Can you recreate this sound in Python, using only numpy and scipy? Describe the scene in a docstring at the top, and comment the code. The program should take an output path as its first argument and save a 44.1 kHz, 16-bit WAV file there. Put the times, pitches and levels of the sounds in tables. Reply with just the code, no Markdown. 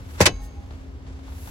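"""A low cabin rumble and hum is heard first, under the rustle of movement in a parked car.
A plastic glovebox lid knocks against its stops, then the latch snaps home and its spring rings faintly.
The box thumps, the dashboard shudders, a faint ring swells, fingers slide off the lid and the trim ticks.
Rumble, rustle, slide and clatter are noise shaped in frequency bands; hum is wavering sines;
lid, latch, thumps and after-rings are sums of decaying sinusoidal modes."""
import sys
import numpy as np
from scipy import signal
from scipy.io import wavfile

SR = 44100
rng = np.random.default_rng(int(sys.argv[2]) if len(sys.argv) > 2 else 0)


def materialize(psi):
    """Save the field psi as 16-bit PCM at rate SR to the path in sys.argv[1].

    A 1-D psi becomes a single channel; in a 2-D psi each row is a channel.
    """
    bounded = np.clip(np.atleast_2d(psi).T, -1, 1)
    quanta = np.round(bounded * 32767).astype(np.int16)
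    wavfile.write(sys.argv[1], SR, quanta)


N = 66150
T = np.arange(N) / SR  # time in s

# Steady rumble spectrum: pitch_hz, relative_density_db (dB per Hz)
RUMBLE_COLOUR = [(25, -33.5), (33, -24), (48, -2), (75, 2.5), (115, -12.5), (180, -17), (330, -22),
                 (600, -26), (1200, -34.5), (2500, -40), (6000, -48), (9000, -56.5), (15000, -62)]
# Left-right correlation of the cabin's sounds: pitch_hz, correlation (-1 to 1)
CABIN_CORRELATION = [(60, 1), (130, 0.8), (290, .88), (640, 0.4), (1400, 0.41), (15000, 0.083)]
# Hum lines: pitch_hz, level_db (mean rms, before pan), left_right_db
HUM_LINES = [(81.4, -46, 0), (268.2, -52, 8), (405.5, -67, 13)]
# Equal balance at every pitch: pitch_hz, left_right_db
CENTRE_BALANCE = [(20, 0), (20000, 0)]
# Rustle of movement: start_s, body_level_db, hiss_level_db
RUSTLE_LEVELS = [(0, -56, -64), (0.06, -56.5, -63), (0.11, -50, -54.5), (0.17, -50, -52), (0.2, -35.5, -57),
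                 (0.3, -53.5, -72), (0.6, -62, -72.5), (0.75, -55, -70.5), (0.99, -69.5, -80),
                 (1.09, -55.5, -84.5), (1.21, -56.5, -73.5), (1.31, -53, -58.5), (1.41, -54, -49),
                 (1.48, -49.5, -47)]
# Spectrum of the rustle's body: pitch_hz, relative_density_db (dB per Hz)
RUSTLE_BODY_COLOUR = [(150, 3), (500, -3), (1000, 3), (2000, -0.5), (4000, -6), (6800, -8.5), (8700, -11),
                      (15000, -42)]
# Spectrum of the rustle's high hiss: pitch_hz, relative_density_db (dB per Hz)
RUSTLE_HISS_COLOUR = [(1000, -20), (4000, -7.5), (7000, -2), (10000, -0.5), (12000, 4.5), (15200, -2.5)]
# The lid meets its stops and chatters: start_s, clatter_db, push_db (relative drive of the lid's modes)
KNOCK_CONTACTS = [(0.2042, -17.5, 0.5), (0.2096, -14, -24.5), (0.2125, -13.5, -19.5),
                  (0.2223, -23.5, -24.5), (0.2273, -26, -23)]
# The latch rides over the striker and drops in: start_s, clatter_db, push_db (on the lid's modes)
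SNAP_CONTACTS = [(0.2555, -16.5, -33), (0.2578, -10.5, -13.5), (0.262, -11.5, -27), (0.2644, -9, -32),
                 (0.2705, -29, -10.5), (0.291, -38, -36)]
# Modes of lid and box: pitch_hz, relative_level_db, t60_s, left_right_db
LID_RESONANCES = [(125, -20, 0.18, -2), (188, -16.5, 0.18, -3), (275, -18.5, 0.055, -6), (335, -13, .06, 4),
                  (368.7, -19, 0.11, 7.5), (436, -20, 0.023, 0.5), (483, -15.5, .06, -1.5),
                  (531, -18.5, 0.12, 5.5), (597.3, -13, 0.073, 3.5), (826.5, -16.5, 0.079, 0),
                  (987, -24, .1, -4.5), (1066.6, -20.5, 0.1, 4), (1589, -32, 0.21, -1),
                  (2592, -29, 0.18, -3)]
# Modes of the latch and its spring: pitch_hz, relative_level_db, t60_s, left_right_db
LATCH_RESONANCES = [(1077, -49.5, 0.91, 8), (1492, -21, 0.067, 12), (1977, -21, .085, 11.5),
                    (2200, -19.5, 0.067, -8), (2210, -51.5, 0.94, -1.5), (2340, -25.5, 0.089, -0.5),
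                    (2583, -27, 0.089, -3.5), (2987, -24, 0.12, 9.5), (3870, -25, .075, -6.5),
                    (3940, -53, .5, -3.5), (3990, -49.5, 0.45, -3), (4760, -59, 1, -10.5),
                    (6340, -48, .6, 0), (6400, -54.5, 1, -10.5), (6525, -52, 1, 0.5), (6640, -59, .5, -4)]
# Dense ringing of the plastic at the stops: pitch_hz, relative_density_db (dB per Hz)
KNOCK_SPECTRUM = [(60, -14), (270, -2), (500, -5), (750, -8), (1250, -11), (1800, -3.5), (3500, -14.5),
                  (6500, -9.5), (8700, -16), (11000, -16), (13300, -24), (15500, -26)]
# Dense ringing of the plastic at the latch: pitch_hz, relative_density_db (dB per Hz)
SNAP_SPECTRUM = [(60, -15), (200, -15), (400, -7.5), (750, -5.5), (1250, -4.5), (2000, -1), (3500, -3.5),
                 (6500, -2.5), (8700, -4.5), (10500, -10.5), (13300, -20.5), (15500, -17)]
# Decay of the knocks' clatter: pitch_hz, t60_s
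KNOCK_DECAY = [(100, .1), (1000, 0.11), (5000, 0.095), (14000, 0.057)]
# Decay of the latch's clatter: pitch_hz, t60_s
SNAP_DECAY = [(100, 0.42), (1000, 0.076), (5000, 0.069), (14000, 0.015)]
# Balance of the clatter: pitch_hz, left_right_db
CLATTER_BALANCE = [(100, 8), (400, 3), (1200, 5.5), (2400, 1), (4500, -5), (9000, 0), (15000, 2)]
# Left-right correlation of the clatter: pitch_hz, correlation (-1 to 1)
CLATTER_CORRELATION = [(100, .98), (400, .9), (1000, 0.26), (2200, -0.33), (5000, -0.011), (12000, -0.2)]
# Box and shut-in air, then the dashboard: start_s, pitch_hz, level_db (before rise and decay), rise_s, t60_s
THUMP_MODES = [(0.2135, 87.3, -8.5, 0.0078, 0.13), (0.266, 95.7, -9.5, .004, 0.056),
               (0.2685, 360, -9.5, 0.0046, 0.023), (0.303, 109, -18.5, 0.004, 0.07),
               (0.329, 46.3, -24, 0.0053, 0.45), (0.418, 50.8, -24, 0.0058, 0.21)]
# Ring as the hand lets go: start_s, pitch_hz, level_db (before rise and decay), rise_s, t60_s
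AFTER_RING_MODES = [(0.388, 823.6, -47, 0.01, 0.56), (0.415, 1842, -55, 0.0081, 0.37),
                    (0.555, 808, -47, 0.009, 0.56)]
# Spectrum of the fingers' slide: pitch_hz, relative_density_db (dB per Hz)
SLIDE_SPECTRUM = [(500, -1), (2000, -12), (4000, -4.5), (7000, -2), (10500, 1), (15500, -6)]
# Small ticks of the trim: start_s, clatter_db
TRIM_TICKS = [(0.707, -45), (0.734, -49.5), (1.066, -49), (1.191, -49.5), (1.281, -46), (1.321, -47.5),
              (1.474, -42.5)]
# Spectrum of the ticks: pitch_hz, relative_density_db (dB per Hz)
TICK_SPECTRUM = [(200, -1.5), (1000, 8), (2000, -6.5), (4000, -3.5), (9000, -26), (15000, -27)]
# Decay of the ticks: pitch_hz, t60_s
TICK_DECAY = [(200, 0.13), (8000, 0.04)]
# Dips in the microphone's treble response: pitch_hz, width_hz, gain_db
TREBLE_DIPS = [(8750, 1000, -14), (13150, 700, -14), (13700, 700, -16)]

RUMBLE_DB = -38
HUM_WAVER_DB, HUM_WANDER_RAD = -2, 0.098  # random spread of level and phase
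RUSTLE_GRAIN_DB, RUSTLE_GRAINS_PER_S = 2, 130
RIGHT_LAG_S = .00024  # the cabin's sounds reach the right side later
TAIL_DB, TAIL_T60_S = -44, .25  # the cabin's faint answer, relative to each contact
CRACK_DB, CRACK_T60_S = -2.5, 0.0047  # the instant of each contact, relative to its level
CRACKLE_DB, CRACKLE_PER_S = 0.5, 380  # tiny collisions roughen the clatter
BEND_DELAY_S, BEND_REFERENCE_HZ = .0045, 489.8  # group delay of bending waves at the reference pitch
RISE_CYCLES = 0.45  # time constant of a mode's build-up
DROP_S = .2585  # the latch drops behind the striker
SLIDE_S, SLIDE_WIDTH_S, SLIDE_DB = 0.446, 0.02, -50.5
STOPBAND_HZ = 16300


def from_db(db):
    """The decibel law: level in dB to amplitude gain; twice the level gives the power ratio."""
    return 10 ** (np.asarray(db) / 20)


def at_hz(points, hz):
    """Logarithmic pitch scale: interpolate a table along log frequency."""
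    points = np.array(points)
    return np.interp(np.log(hz), np.log(points[:, 0]), points[:, 1])


def pan(db):
    """Intensity stereo: a level difference shared equally between left and right."""
    return from_db(np.array([[.5], [-.5]]) * db)


def drift(points_per_s):
    """Random modulation: Gaussian values of unit spread joined by straight lines."""
    return np.interp(T * points_per_s, np.arange(1024), rng.standard_normal(1024))


def decay(hits, t60):
    """Exponential decay: summed power of hits (start_s, level_db), each losing 60 dB in t60."""
    power = 0
    for start_s, db in hits:
        fade_db = 60 * np.clip((T - start_s) / t60, 0, 4)
        power = power + (T >= start_s) * from_db(2 * (db - fade_db))
    return power


def noise(colour, correlation, balance=CENTRE_BALANCE, envelope=lambda hz: 1):
    """Band-filtered noise, near unit rms before envelope and pan, with partial left-right correlation."""
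    edges = np.geomspace(22, 17000, 27)
    white = rng.standard_normal((2, 2, N + 8000))  # the extra samples let the filters settle
    out, power = 0, 0
    for k, (low, high) in enumerate(zip(edges, edges[1:])):
        band = signal.butter(2, [low, high], "band", fs=SR, output="sos")
        # neighbouring bands draw on independent noise
        mid, side = signal.sosfilt(band, white[k % 2])[:, -N:]
        hz = np.sqrt(low * high)
        alike = np.clip(at_hz(correlation, hz), -.99, .99)
        gain = from_db(at_hz(colour, hz))
        pair = np.sqrt(1 + alike) * mid + np.sqrt(1 - alike) * np.array([side, -side])
        out = out + gain * envelope(hz) * pan(at_hz(balance, hz)) * pair
        power += gain ** 2 * (high - low) * 4 / SR
    return out / np.sqrt(power)


def rumble():
    """Broadband stationary noise: a steady low-frequency spectrum fills the cabin."""
    return from_db(RUMBLE_DB) * noise(RUMBLE_COLOUR, CABIN_CORRELATION)


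def hum():
    """Random modulation of pure tones: a few lines waver in level and phase."""
    out = 0
    for hz, db, pan_db in HUM_LINES:
        amplitude = np.sqrt(2) * from_db(db + HUM_WAVER_DB * drift(8))
        phase = 2 * np.pi * hz * T + HUM_WANDER_RAD * drift(6.6)
        out = out + pan(pan_db) * amplitude * np.sin(phase)
    return out


def rustle():
    """Friction noise: an arm's movement gives a grainy body and a smoother high hiss."""
    start_s, body_db, hiss_db = np.transpose(RUSTLE_LEVELS)
    grain_db = RUSTLE_GRAIN_DB * drift(RUSTLE_GRAINS_PER_S)
    body_gain = from_db(np.interp(T, start_s, body_db) + grain_db)
    body = body_gain * noise(RUSTLE_BODY_COLOUR, CABIN_CORRELATION)
    hiss = from_db(np.interp(T, start_s, hiss_db)) * noise(RUSTLE_HISS_COLOUR, CABIN_CORRELATION)
    return body + hiss


def clatter(hits, colour, t60s):
    """High modal density: contacts crack, ring countless modes as decaying noise and leave a faint tail."""
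    tail = from_db(2 * TAIL_DB) * decay(hits, TAIL_T60_S)
    crack = from_db(2 * CRACK_DB) * decay(hits, CRACK_T60_S)
    crackle = from_db(2 * CRACKLE_DB * drift(CRACKLE_PER_S))

    def envelope(hz):
        """Energies add: amplitude is the root of the summed powers."""
        return np.sqrt(crack + crackle * decay(hits, at_hz(t60s, hz)) + tail)

    return noise(colour, CLATTER_CORRELATION, CLATTER_BALANCE, envelope)


def ring(hits, modes):
    """Modal superposition: each hit excites all modes, with random strengths and dispersive phase lags."""
    out = np.zeros((2, N))
    spread_db = rng.normal(0, 1, (len(hits), len(modes)))
    for (start_s, db), spread in zip(hits, spread_db):
        age = np.maximum(T - start_s, 0)
        for k, (hz, mode_db, t60, pan_db) in enumerate(modes):
            fade_db = 60 * np.minimum(age / t60, 4)
            rise = 1 - np.exp(-age * hz / RISE_CYCLES)
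            envelope = from_db(db + mode_db + spread[k] - fade_db) * rise
            # bending-wave phase grows as the root of frequency
            lag_cycles = 2 * BEND_DELAY_S * np.sqrt(hz * BEND_REFERENCE_HZ)
            out += pan(pan_db) * envelope * np.sin(2 * np.pi * (hz * age - lag_cycles))
    return out


def lid():
    """Impact excitation: knocks on the stops ring the lid, and the latch jolts its modes again."""
    knocks, contacts = np.array(KNOCK_CONTACTS), np.array(KNOCK_CONTACTS + SNAP_CONTACTS)
    knocking = clatter(knocks[:, :2], KNOCK_SPECTRUM, KNOCK_DECAY)
    return knocking + ring(contacts[:, ::2], LID_RESONANCES)


def swells(modes):
    """Transient resonance: each sinusoid builds up exponentially, then dies away."""
    out = 0
    for start_s, hz, db, rise_s, t60 in modes:
        age = np.maximum(T - start_s, 0)
        rise = 1 - np.exp(-age / rise_s)
        fade = np.exp(-np.log(1000) * age / t60)
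        out = out - from_db(db) * rise * fade * np.sin(2 * np.pi * hz * age)
    return out


def thumps():
    """Low-frequency resonance: box and shut-in air thump, then the dashboard shudders."""
    return swells(THUMP_MODES)


def latch():
    """Impact and free vibration: bright contacts, then the drop sets catch and spring ringing."""
    snapping = clatter(np.array(SNAP_CONTACTS)[:, :2], SNAP_SPECTRUM, SNAP_DECAY)
    return snapping + ring([(DROP_S, 0)], LATCH_RESONANCES)


def after_rings():
    """Lightly damped resonance: a faint ring swells as the hand lets go."""
    return swells(AFTER_RING_MODES)


def slide():
    """Sliding friction: fingers leave the lid in one bell-shaped burst of noise."""
    swell = np.exp(-.5 * ((T - SLIDE_S) / SLIDE_WIDTH_S) ** 2)
    return from_db(SLIDE_DB) * swell * noise(SLIDE_SPECTRUM, CABIN_CORRELATION)


def ticks():
    """Small impacts: the trim ticks in short bursts of decaying noise."""
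    return clatter(TRIM_TICKS, TICK_SPECTRUM, TICK_DECAY)


def scene():
    """Superposition and interaural delay: the cabin's sounds lag on the right, the glovebox does not."""
    left, right = rumble() + hum() + rustle() + slide() + ticks()
    around = np.array([left, np.interp(T - RIGHT_LAG_S, T, right)])
    return around + lid() + thumps() + latch() + after_rings()


def record(dry):
    """Linear filtering and saturation: the microphone dips in the treble, clips peaks and cuts the top."""
    for hz, width_hz, db in TREBLE_DIPS:
        b, a = signal.iirpeak(hz, hz / width_hz, fs=SR)
        dry = dry + (from_db(db) - 1) * signal.lfilter(b, a, dry)
    low_pass = signal.cheby2(20, 60, STOPBAND_HZ, fs=SR, output="sos")  # 60 dB down at the edge
    return signal.sosfilt(low_pass, np.clip(dry, -1, 1))


dry = scene()
out = record(dry)
materialize(out)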